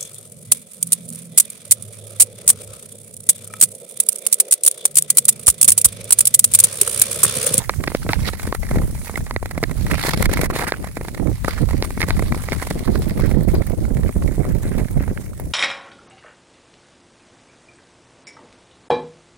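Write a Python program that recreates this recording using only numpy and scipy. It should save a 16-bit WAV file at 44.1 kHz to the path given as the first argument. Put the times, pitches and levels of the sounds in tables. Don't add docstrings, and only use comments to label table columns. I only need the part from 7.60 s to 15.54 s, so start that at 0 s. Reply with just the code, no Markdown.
import sys
import numpy as np
from scipy import signal
from scipy.fft import rfft, irfft, next_fast_len
from scipy.io import wavfile
from scipy.ndimage import uniform_filter1d, minimum_filter1d, map_coordinates

SR = 44100
rng = np.random.default_rng(int(sys.argv[2]) if len(sys.argv) > 2 else 0)


def ratio_of_db(decibels):
    return 10 ** (np.asarray(decibels, float) / 20)


def inscribe(sig):
    pcm = np.round(np.clip(np.atleast_2d(sig).T, -1, 1) * 32767)
    wavfile.write(sys.argv[1], SR, pcm.astype(np.int16))


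N = 349977

# [t/s, gust level/dB, left-right/dB, choppiness/dB]
WIND = [(0.0, -37.5, -20, -6), (0.57, -31, -6, -1), (0.97, -31.5, 4, -10), (1.2, -21.5, -4, 2.5),
        (1.46, -34, -6, -8), (1.85, -31.5, -5.5, -4), (2.85, -20, -2.5, 1.5), (2.98, -26.5, 4, 3.5),
        (3.4, -34.5, 6, 0.5), (3.67, -28.5, -28.5, 6), (3.82, -29.5, 21, -13), (4.02, -22.5, -13, -2),
        (4.3, -32, 9, 0.5), (4.66, -20, -7, -3), (4.95, -34.5, 9, -2.5), (5.22, -21, -9.5, 6.5),
        (7.3, -27.5, -9, 3.5), (7.94, -34, 0, -0.5)]
# [t/s, level/dB]
GUSTS = [(0.2, 6), (0.59, 9), (.85, 3), (1.6, 13), (2.05, 1), (2.33, 9), (2.47, -14), (2.6, 3), (3.07, -15),
         (3.2, -4), (3.55, -3), (3.85, -7.5), (4.1, -0.5), (4.22, 5), (4.45, -1), (4.8, -2.5), (5.1, -9),
         (5.265, 2.5), (5.36, -2), (5.45, -3), (5.56, -6.5), (5.66, 0), (5.75, 0.5), (5.85, 0.5),
         (5.95, 4.5), (6.04, -4), (6.2, -1.5), (6.3, -6), (6.42, 4), (6.52, -4.5), (6.6, 2.5), (6.7, 2),
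         (6.8, -5.5), (6.9, 5), (7.05, 2), (7.15, 5), (7.27, -3.5), (7.38, 8.5), (7.47, 9), (7.56, -3),
         (7.62, 1), (7.75, 2), (7.89, 3.5)]
# [t/s, level/dB]
LULLS = [(1.795, -10), (3.76, -3), (5.25, -14.5), (5.485, -9), (5.735, 1), (5.855, -9), (6.038, -10),
         (6.16, -6), (6.52, -9), (6.745, -2.5), (7.0, -5), (7.225, -2), (7.285, -10), (7.455, -9),
         (7.545, -9), (7.935, -12)]
# [t/s, peak level/dB]
LOW_BURSTS = [(0.09, -18), (0.197, -13.5), (0.272, -16), (0.346, -13), (0.446, -13.5), (0.492, -8),
              (0.87, -11.5), (1.167, 0), (1.492, -21), (1.574, -17), (1.759, -24), (1.826, -28), (1.975, -16.5),
              (2.027, -7.5), (2.316, -8.5), (2.441, -19), (2.476, -14), (2.538, -10.5), (2.569, -9),
              (2.796, -19), (2.93, -16), (3.068, -17), (3.118, -14), (3.239, -25), (3.37, -16), (3.406, -16),
              (3.478, -17.5), (3.525, -21), (3.621, -10), (3.71, -14), (3.843, -10), (4.016, -8.5),
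              (4.21, -15.5), (4.366, -22), (4.431, -7), (4.481, -9), (4.761, -9.5), (4.922, -11), (5.013, -24),
              (5.103, -10), (5.15, -13), (5.21, -18), (5.276, -6), (5.371, -15), (5.418, -17), (5.566, -12),
              (5.606, -18), (5.747, -11), (5.796, -12), (6.304, -10), (6.441, -7.5), (6.558, -6.5),
              (6.711, -12), (6.776, -5.5), (7.049, -10.5), (7.402, -10), (7.47, -23), (7.508, -8.5)]
# [f/Hz, level/dB per Hz]
BUFFET = [(12, -50), (20, 2.5), (38, 4), (92, 1.5), (200, -9), (260, -17.5), (440, -120)]
# [f/Hz, level/dB per Hz]
FLUTTER = [(15, -22), (90, -2), (150, 4), (300, -2), (600, -12.5), (1200, -34), (2400, -46), (4500, -120)]

# [f/Hz, level/dB per Hz]
FROST = [(3000, -7), (5000, -4.5), (6500, -0.5), (10400, 1.5), (12100, -2), (15200, -3), (16200, -1.5)]
# [f/Hz, level/dB per Hz]
BLADE = [(2300, -1), (2900, -3), (3400, -0.5), (4300, 2.5), (5500, -2.5), (7000, -18)]
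# [f/Hz, width/Hz, level/dB]
HOUSING = [(1390, 2760, -6.5), (1938, 720, 1.5), (2275, 786, -4)]
# [f/Hz, width/Hz, level/dB]
ICE = [(485, 424, 8.5), (303, 592, 5.5)]
# [f/Hz, left-right/dB]
PORTS = [(300, 2.5), (1000, -2.5), (2000, -10), (4500, -1.5), (6500, 1.5), (9500, -12), (12500, -2.5)]

# [t/s, peak level/dB]
TICKS = [(5.3559, -37), (5.3908, -28), (5.4873, -27), (5.5804, -32), (5.6013, -26), (5.6618, -27),
         (5.6956, -34), (5.8328, -29), (5.8835, -26), (5.9425, -25.5), (6.0665, -24), (6.1007, -31),
         (6.4429, -32), (6.5262, -34), (6.8515, -40), (6.9218, -32), (7.1797, -30), (7.3144, -31),
         (7.4227, -34), (7.7993, -25)]
# [t/s, peak level/dB, swell/s]
SPRAYS = [(0.094, 5, 0.0023), (0.238, -18, 0.0045), (0.344, -26, 0.0094), (0.831, -18, 0.003),
          (0.869, -18.5, 0.0033), (1.108, -25, 0.0028), (1.1588, -26, 0.0028), (2.034, -15, 0.0028),
          (2.3086, -17, 0.011), (2.455, -16.5, 0.015), (2.49, -9, 0.0031), (2.535, -18, 0.0027),
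          (2.6233, -7.5, 0.0033), (2.655, -4, 0.0037), (2.733, -8.5, 0.0044), (2.771, -13.5, 0.0063),
          (2.81, -14.5, 0.0048), (2.8335, -18.5, 0.014), (2.856, -19, 0.0048), (2.904, -24, 0.0064),
          (2.987, -14, 0.004), (3.0395, -27, 0.0096), (3.08, -14, 0.0058), (3.846, -17, 0.002),
          (4.23, -31, 0.012), (4.484, -21, 0.016), (5.022, -20.5, 0.01), (5.104, -13, 0.0041),
          (5.886, -28.5, 0.024), (6.0657, -30, 0.011)]
# [middle t/s, half length/s, level/dB, pitch f/Hz]
CRUNCHES = [(0.495, 0.0041, -12.5, 1200), (0.504, 0.0039, -19, 1400), (0.51, .002, -25, 1800),
            (0.514, 0.0044, -24, 1500), (0.533, 0.0012, -8, 1200), (0.558, 0.0053, -30, 1500),
            (0.277, 0.0027, -10, 1810), (2.487, 0.0014, -18, 1300), (2.034, 0.0014, -13, 596),
            (0.139, 0.0027, -24, 1800), (0.207, 0.0044, -29, 1600), (0.43, 0.0069, -28, 1500),
            (1.763, 0.0013, -25, 1100), (2.302, .004, -23, 1200), (2.315, 0.0044, -10, 1830),
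            (2.338, 0.0036, -15, 2100), (2.354, 0.0033, -21, 2500), (2.395, 0.0044, -20, 1500),
            (2.413, 0.007, -19, 1800), (2.437, .004, -31, 1600), (2.441, 0.0032, -18, 890),
            (2.458, 0.0074, -22, 1910), (2.49, 0.0023, -15, 2280), (2.514, 0.0033, -21, 1700),
            (2.539, 0.0056, -19, 1300), (2.907, 0.0054, -19, 1390), (2.934, 0.0042, -23, 1200),
            (2.962, 0.018, -27, 2320), (3.024, 0.013, -22, 1500), (3.045, .005, -23, 1800),
            (3.08, 0.013, -14.5, 1700), (3.113, 0.0044, -34, 2000), (3.141, 0.0073, -20, 1500),
            (3.883, .005, -14, 1230), (3.902, 0.015, -30, 1300), (3.986, 0.012, -23.5, 1430),
            (4.435, .008, -14, 1500), (5.28, 0.0041, -13, 1060), (6.462, 0.0026, -30, 2000),
            (6.875, 0.027, -40, 1300), (6.917, .015, -36, 1690), (7.062, 0.03, -35, 1700),
            (7.138, 0.026, -34, 1750), (7.194, 0.015, -33, 1800), (7.25, 0.0048, -31, 1900),
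            (7.409, .012, -32, 1800), (7.505, 0.0067, -34, 1800), (7.441, 0.0028, -28, 1700),
            (7.664, 0.0046, -38, 1800)]
# [t/s, peak level/dB, pitch f/Hz]
CRUMBLES = [(6.065, -27, 1300), (6.12, -36, 1110), (6.2502, -22, 1160), (6.3031, -30, 1550),
            (6.433, -34, 2010), (6.49, -26, 1100), (6.524, -30, 2130), (6.5874, -35, 1330),
            (6.622, -20.5, 1330), (6.6756, -42, 2050), (6.7106, -28, 1740), (6.7301, -32, 2060),
            (6.853, -27, 1280), (6.9005, -32, 1640), (6.983, -35, 1610), (7.004, -38, 1530),
            (7.0489, -40, 1720), (7.0683, -30, 1980), (7.0868, -31, 1670), (7.1167, -23, 1250),
            (7.1342, -36, 1750), (7.2275, -31, 1760), (7.2838, -43, 1750), (7.3951, -32, 1990),
            (7.4765, -29, 1800), (7.5733, -17.5, 1700), (7.7074, -41, 1960), (7.7318, -29, 1130),
            (2.029, -12, 1000), (3.715, -29, 1100), (6.478, -28, 2000), (0.35, -21, 1500)]

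# [t/s, peak level/dB, knock level/dB, ring level/dB]
JOLTS = [(0.094, 23, -19.5, -19.5), (0.238, -7.5, -21, -19), (0.277, -11, -3, -3.5), (0.348, -16, 4.5, 2),
         (0.490, -12.5, -4, -3), (0.532, 10, -32, -12.5), (0.688, -8.5, -13, -17),
         (0.925, -4.5, -15.5, -34), (1.556, -6.5, -26, -20), (1.709, -10, -21, -10.5),
         (1.762, -7, -9.5, -10.5), (2.037, -10, 0, 1), (2.306, -21, -14, -3), (2.437, -12, -16, -5),
         (2.483, -16, 1, -12), (2.656, -2, -22, -1.5), (2.771, -3, -23, -24), (2.993, -9, -6, -21),
         (3.078, -12, -7.5, -13), (3.121, 1, -6.5, -5), (3.845, -6.5, -18, -26), (4.224, -14, -2, 2),
         (4.404, -9, -19, -10), (4.416, -3, -32, -5), (4.428, -5.5, -15, -4), (4.505, -4.5, -9, -10),
         (4.722, -7, -15, -27), (4.886, -9.5, -22, -20), (4.92, -14.5, 1.5, -2), (5.109, -14.5, 3, -4)]
# [t/s, peak level/dB]
THUDS = [(0.464, -21.5), (1.145, -26), (1.157, -16), (1.495, -17), (1.827, -19.5), (1.977, -13.5),
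         (2.028, -10), (2.449, -13.5), (2.534, -20), (2.576, -25.5), (2.606, -16), (2.833, -11),
         (2.9, -14.5), (2.933, -23), (3.242, -16), (3.411, -19.5), (3.881, -10), (4.131, -22),
         (4.375, -19.5), (4.623, -16.5), (4.745, -18), (5.023, -19.5), (5.28, -20), (5.355, -22),
         (5.419, -28), (5.595, -19), (5.885, -21), (6.491, -22), (6.85, -23), (7.478, -23.5)]
# [t/s, peak level/dB]
TAPS = [(0.318, -18), (0.853, -22), (0.873, -18.5), (0.947, -11.5), (1.03, -16), (1.112, -12), (1.217, -20),
        (1.54, -22.5), (1.575, -14), (2.095, -24), (2.111, -17.5), (2.299, -23), (2.342, -7.5),
        (2.693, -12), (2.714, -18), (2.73, -18), (2.791, -11.5), (2.815, -22), (2.961, -11), (3.04, -14),
        (3.369, -13.5), (3.448, -20.5), (3.597, -22.5), (4.305, -18.5), (4.482, -13.5), (4.593, -11),
        (4.774, -22.5), (5.712, -15.5), (6.251, -25), (7.797, -23)]
# [t/s, peak level/dB]
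CHINKS = [(0.137, -27), (0.677, -23), (0.733, -14.5), (0.796, -14.5), (0.832, -36), (1.088, -19),
          (1.35, -25), (1.47, -20.5), (1.665, -20), (1.857, -15.5), (1.91, -12.5), (2.265, -13.5),
          (2.38, -13), (2.51, -28), (3.483, -13.5), (3.546, -16.5), (3.97, -26), (4.088, -16),
          (4.108, -17.5), (4.928, -9.5), (5.07, -13), (6.019, -19.5), (6.433, -21.5), (6.676, -19),
          (7.181, -16.5), (7.283, -24), (7.575, -26)]
# [t/s, peak level/dB]
PIPS = [(0.301, -20), (0.417, -26), (0.558, -26), (0.591, -21), (0.645, -21), (1.184, -15), (1.377, -24),
        (1.415, -22), (1.606, -22), (2.174, -28), (3.271, -21), (3.576, -21), (3.671, -21), (3.933, -21),
        (4.03, -24), (5.048, -29), (4.157, -39), (4.246, -16.5), (4.567, -18), (4.695, -33), (4.838, -18.5),
        (5.575, -18), (5.656, -22), (6.098, -26), (6.369, -21.5), (6.624, -26), (7.005, -36), (7.203, -24),
        (7.374, -29), (7.434, -25)]

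# [t/s, weight on the frost/dB, bite of the edge/dB, coarseness of the crust/dB]
GLIDE = [(0.0, -43, -27, 9.5), (0.33, -45.5, -4, -11), (0.68, -43, 3.5, 5), (0.9, -46, -17, 4),
         (1.5, -42.5, -37, -4), (1.9, -52.5, -13.5, 16.5), (2.32, -42.5, 5.5, 1), (2.5, -34, 2, -8.5),
         (2.83, -53.5, 6.5, 23), (2.96, -34.5, -2, 0.5), (3.2, -49, -9, 15.5), (3.63, -49, -6.5, 0),
         (3.95, -48, 2, 11), (4.99, -44, -5, 1.5), (5.6, -47, 1.5, 10.5), (6.08, -48.5, -8, 7),
         (7.1, -48, -31, 10), (7.94, -52, -15, 8.5)]
# [middle t/s, half length/s, level/dB]
SKIPS = [(0.763, 0.0067, -10), (2.56, 0.011, -15), (2.68, 0.015, -10), (2.71, .008, 2), (2.886, 0.031, -31),
         (2.921, 0.015, -17), (3.058, 0.014, -11), (5.86, 0.018, -4), (2.327, .005, -10),
         (2.369, 0.007, -5), (2.422, 0.0054, -5), (2.472, 0.0037, 8), (2.502, 0.0037, -6),
         (2.525, 0.0074, -9), (2.948, 0.0063, -2.5), (3.0, 0.0055, -2), (3.03, 0.0034, -6),
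         (3.114, 0.0038, -5)]
# [middle t/s, half length/s, level/dB]
DIGS = [
    (0.51, 0.032, 6.5),
    (0.684, 0.02, 7),
    (3.886, 0.03, 5),
    (3.99, 0.035, 3.5),
    (4.424, 0.026, 7.5),
    (4.249, 0.0081, 8),
    (6.9, 0.053, -1.5),
    (7.626, 0.035, 3.5),
]


def unit(x):
    return x / np.sqrt(np.mean(x ** 2) + 1e-20)


def along(points, hz):
    f, v = np.transpose(points)
    return np.interp(np.log(hz + 1), np.log(f + 1), v)


def curves(rows):
    s, *cols = np.transpose(rows)
    return [np.interp(np.arange(N) / SR, s, c) for c in cols]


def moments(rows, edge):
    t = np.arange(0, N + 16, 16) / SR
    total = sum(db * np.exp(-np.abs((t - s) / half) ** edge) for s, half, db in rows)
    return np.interp(np.arange(N) / SR, t, total)


def wobble(rate, channels=2):
    knots = rng.standard_normal((channels, int(N * rate / SR) + 4))
    coarse = np.arange(0, N + 16, 16)
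    smooth = [map_coordinates(k, [coarse * rate / SR]) for k in knots]
    return np.array([np.interp(np.arange(N), coarse, curve) for curve in smooth])


def filtered(x, response):
    m = next_fast_len(N + SR // 2)
    return irfft(rfft(x, m) * response(np.fft.rfftfreq(m, 1 / SR)), m)[..., :N]


def noise(spectrum):
    return unit(filtered(rng.standard_normal((2, N)), lambda hz: ratio_of_db(along(spectrum, hz))))


def patchy(x, depth_db):
    z = signal.stft(x, nperseg=512)[2]
    field = uniform_filter1d(rng.standard_normal(z.shape), size=14, axis=1)
    field = uniform_filter1d(field, size=8, axis=2)
    return unit(signal.istft(z * ratio_of_db(depth_db * unit(field)), nperseg=512)[1][:, :N])


def resonances(modes):
    def mode(f, centre, width, db):
        return ratio_of_db(db) * 1j * f * width / (centre * centre - f * f + 1j * f * width)
    return lambda f: sum((-1) ** k * mode(f, *row) for k, row in enumerate(modes))


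def shell_mass(f, corner_hz, damping):
    return 1 / (1 + (1j * f / corner_hz) * damping - (f / corner_hz) ** 2)


def housing(f):
    return resonances(HOUSING)(f) * shell_mass(f, 2700, 1.46) ** 2 + ratio_of_db(along(BLADE, f) - 20.5)


def sides(left_right_db):
    return ratio_of_db(np.array([left_right_db, -left_right_db]) / 2)


def wind():
    buffet_db, pan_db, choppy_db = curves(WIND)
    gust_s, lull_s, burst_s = 0.047, 0.015, 0.015
    breaks = moments([(s + 0.014, burst_s, 0.5 * (db + 17.5)) for s, db in LOW_BURSTS], edge=4.6)
    buffet_db = buffet_db + moments([(s, gust_s, db) for s, db in GUSTS], edge=0.88)
    buffet_db = buffet_db + moments([(s, lull_s, db) for s, db in LULLS], edge=3.6)
    buffet_db = buffet_db + 0.38 * breaks - 1.5
    flutter_db = -8 + choppy_db + 0.81 * breaks

    eddies = 1.67 * np.tanh(wobble(21))
    buffet = unit(ratio_of_db(3.83 * eddies) * noise(BUFFET))
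    snaps_db = 11.0 * np.tanh(0.69 * wobble(50)) + 12.0 * np.tanh(0.72 * wobble(110))
    flutter = unit(ratio_of_db(3.64 * eddies + snaps_db) * noise(FLUTTER))

    slaps_per_s, slap_db, slap_spread_db = 26, -6, 3.5
    draw = rng.random((2, 2, N))
    slap_level = slap_spread_db * np.tanh(rng.standard_normal((2, N))) + 1.6 * eddies
    slaps = (draw[0] < slaps_per_s / SR) * np.sign(draw[1] - 0.7) * ratio_of_db(slap_level)
    slaps = filtered(slaps, lambda hz: ratio_of_db(along(FLUTTER, hz)))
    flutter = flutter + ratio_of_db(slap_db) * unit(slaps)

    thumps = np.zeros((2, N))
    for s, db in LOW_BURSTS:
        thumps[:, round((s + 0.006) * SR)] = -ratio_of_db(db + 2.7 * np.tanh(rng.standard_normal(2)))
    thumps = filtered(thumps, lambda hz: ratio_of_db(along(FLUTTER, hz) + 31.0))
    return ratio_of_db(buffet_db + 5.5) * sides(pan_db) * (buffet + ratio_of_db(flutter_db) * flutter) + thumps


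def ticks():
    snaps, t = np.zeros((2, N)), np.arange(SR // 100) / SR
    for s, db in TICKS:
        bright = unit(np.diff(rng.standard_normal((2, len(t) + 3)), n=3, axis=1))
        start = round(s * SR)
        snaps[:, start:start + len(t)] += ratio_of_db(db + 5.0 - 60 * t / 0.012) * bright
    return snaps


def small_bumps():
    kinds = [(THUDS, -1.7, -22), (TAPS, -8.5, -26), (CHINKS, -18.5, -14.5), (PIPS, -15.5, -20)]
    return [(s, db, knock_db, ring_db) for events, knock_db, ring_db in kinds for s, db in events]


def sprays():
    t = np.arange(N) / SR
    puffs = np.zeros(N)
    dust = [(s, db - 8.5, 0.0045) for s, db, *_ in small_bumps()]
    for s, db, swell in SPRAYS + dust:
        near = slice(max(round((s - 0.02) * SR), 0), round((s + 0.08) * SR))
        age = (t[near] - s) / np.clip(swell, 0.001, 0.02)
        puffs[near] += ratio_of_db(db) * np.exp(-np.abs(age - 0.6) ** 1.26)
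    puffs = puffs * ratio_of_db(3.43 * wobble(350, channels=1))
    late = np.roll(puffs, round(0.00074 * SR), axis=1)
    grains = rng.standard_normal(N) + 1.38 * rng.standard_normal((2, N))
    crunch = filtered(late * grains, housing)
    return ratio_of_db(-12.5) * puffs * noise(FROST) + ratio_of_db(2.5) * crunch


def crunches():
    crumbs_per_s, width_over_pitch = 1000, 0.5
    grain_s, grain_db = 0.00209, -3
    out, t = np.zeros((2, N + SR)), np.arange(-2048, 2048) / SR
    f = np.fft.rfftfreq(len(t), 1 / SR)
    grains = [(s + grain_s, grain_s, db + grain_db, hz) for s, db, hz in CRUMBLES]
    for s, half, db, hz in CRUNCHES + grains:
        draw = rng.standard_normal((3, len(t)))
        crumbs = 0.26 + 3.7 * (rng.random(len(t)) < crumbs_per_s / SR)
        crumbs[len(t) // 2 - round(0.4 * half * SR)] = 6
        swell = np.exp(-np.abs(t / half) ** 6.5) * crumbs * (draw[0] + 0.7 * draw[1:])
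        ring = resonances([(hz, width_over_pitch * hz, 0)])(f) * shell_mass(f, 2800, 1.4)
        ring = ring + ratio_of_db(along(BLADE, f) - 20)
        burst = irfft(rfft(swell) * ring, len(t))
        burst *= 2 * np.sqrt(half * SR) / np.linalg.norm(burst)
        start = round(s * SR)
        out[:, start:start + len(t)] += ratio_of_db(db - 10.5) * burst
    return out[:, len(t) // 2:len(t) // 2 + N]


def bumps():
    ping_t60 = 0.012
    t = np.arange(SR // 30) / SR
    thud, clack, ring = np.zeros((3, 2, N + len(t)))
    for s, db, knock_db, ring_db in JOLTS + small_bumps():
        draw = rng.standard_normal((4, len(t)))
        t60 = 0.009 * ratio_of_db(2.5 * draw[3, 0])
        blow = ratio_of_db(-60 * t / t60) * (1 - np.exp(-t / 0.0007))
        rebound_s = 0.0038 * ratio_of_db(3 * np.tanh(draw[3, 1]))
        blow += 0.2 * np.roll(blow, round(rebound_s * SR))
        rattle = blow * (draw[0] + 0.11 * draw[1:3])
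        rattle[:, 38:42] += 1.44 * np.tanh(2 * draw[3, 2])
        ping_hz = 1400 * ratio_of_db(4.5 * np.tanh(draw[3, 3]))
        ping = ratio_of_db(-60 * t / ping_t60) * (1 - np.exp(-t / 0.0016)) * np.sin(2 * np.pi * ping_hz * t)
        rattle += 0.45 * ping
        rattle *= ratio_of_db(db) / np.linalg.norm(rattle)
        at = slice(round(s * SR), round(s * SR) + len(t))
        clack[:, at] += rattle
        thud[:, at] += ratio_of_db(knock_db) * rattle
        ring[:, at] += ratio_of_db(ring_db) * rattle
    thud, clack, ring = thud[:, :N], clack[:, :N], ring[:, :N]

    def upper(f):
        return (1j * f / 1550) ** 2 * shell_mass(f, 1550, 2.0)

    low_shell = filtered(clack, lambda f: housing(f) * (1 - upper(f)))
    high_shell = filtered(ring, lambda f: housing(f) * upper(f))
    shell = low_shell + ratio_of_db(15.0) * high_shell
    crack = filtered(ring, lambda hz: ratio_of_db(along(FROST, hz) + 1.0) + ratio_of_db(along(BLADE, hz) - 1.0))
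    return ratio_of_db(26.5) * shell + ratio_of_db(32.0) * filtered(thud, resonances(ICE)) + crack


def contact():
    return ratio_of_db(moments(SKIPS + DIGS, edge=6.9))


def grit(rate, spread_db, t60):
    draw = rng.random((2, N))
    breaks = (draw[0] < rate / SR) * ratio_of_db(-spread_db * np.log(draw[1] + 0.16))
    return signal.fftconvolve(breaks, ratio_of_db(-60 * np.arange(SR // 10) / SR / t60))[:N]


def glide():
    hiss_db, bite_db, coarse_db = curves(GLIDE)
    ring_db = hiss_db + bite_db
    scrape_db = -49 + 2.44 * (hiss_db + 46.5) + coarse_db
    crust = wobble(28, channels=1)
    chips = unit(grit(170, 9, 0.014))
    hiss = ratio_of_db(0.32 * crust + 1.43 * wobble(90, channels=1)) * (1 + 0.44 * chips)
    hiss = hiss * patchy(noise(FROST), 2.1)
    ring = ratio_of_db(3.3 * crust) * (1 + 0.85 * chips) * patchy(noise(BLADE), 3.5)
    rough = rng.standard_normal(N) + 0.44 * rng.standard_normal((2, N))
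    scrape = ratio_of_db(2.6 * crust) * (0.69 + chips) * rough
    scrape = patchy(filtered(scrape, housing), 4.6)
    layers = ratio_of_db(hiss_db + 4.0) * unit(hiss) + ratio_of_db(ring_db + 2.0) * unit(ring)
    return contact() * (layers + ratio_of_db(scrape_db - 3) * scrape)


def scene():
    top_hz, half_delay_s = 15950, 4.5e-5

    def ports(hz):
        lead = np.exp(2j * np.pi * hz * np.array([[-1], [1]]) * half_delay_s)
        return sides(along(PORTS, hz)) * lead * (hz < top_hz)

    blades = ticks() + sprays() + crunches() + bumps() + glide()
    return wind() + filtered(blades, ports)


def top_cut(x):
    return signal.sosfilt(signal.butter(12, 16050, fs=SR, output="sos"), x)


def record(dry):
    need = np.minimum(1, ratio_of_db(-4) / (np.abs(dry).max(axis=0) + 1e-9)) ** 0.8
    gain = uniform_filter1d(minimum_filter1d(need, size=600), size=300)
    return top_cut(dry * gain)


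dry = scene()
out = record(dry)
inscribe(out)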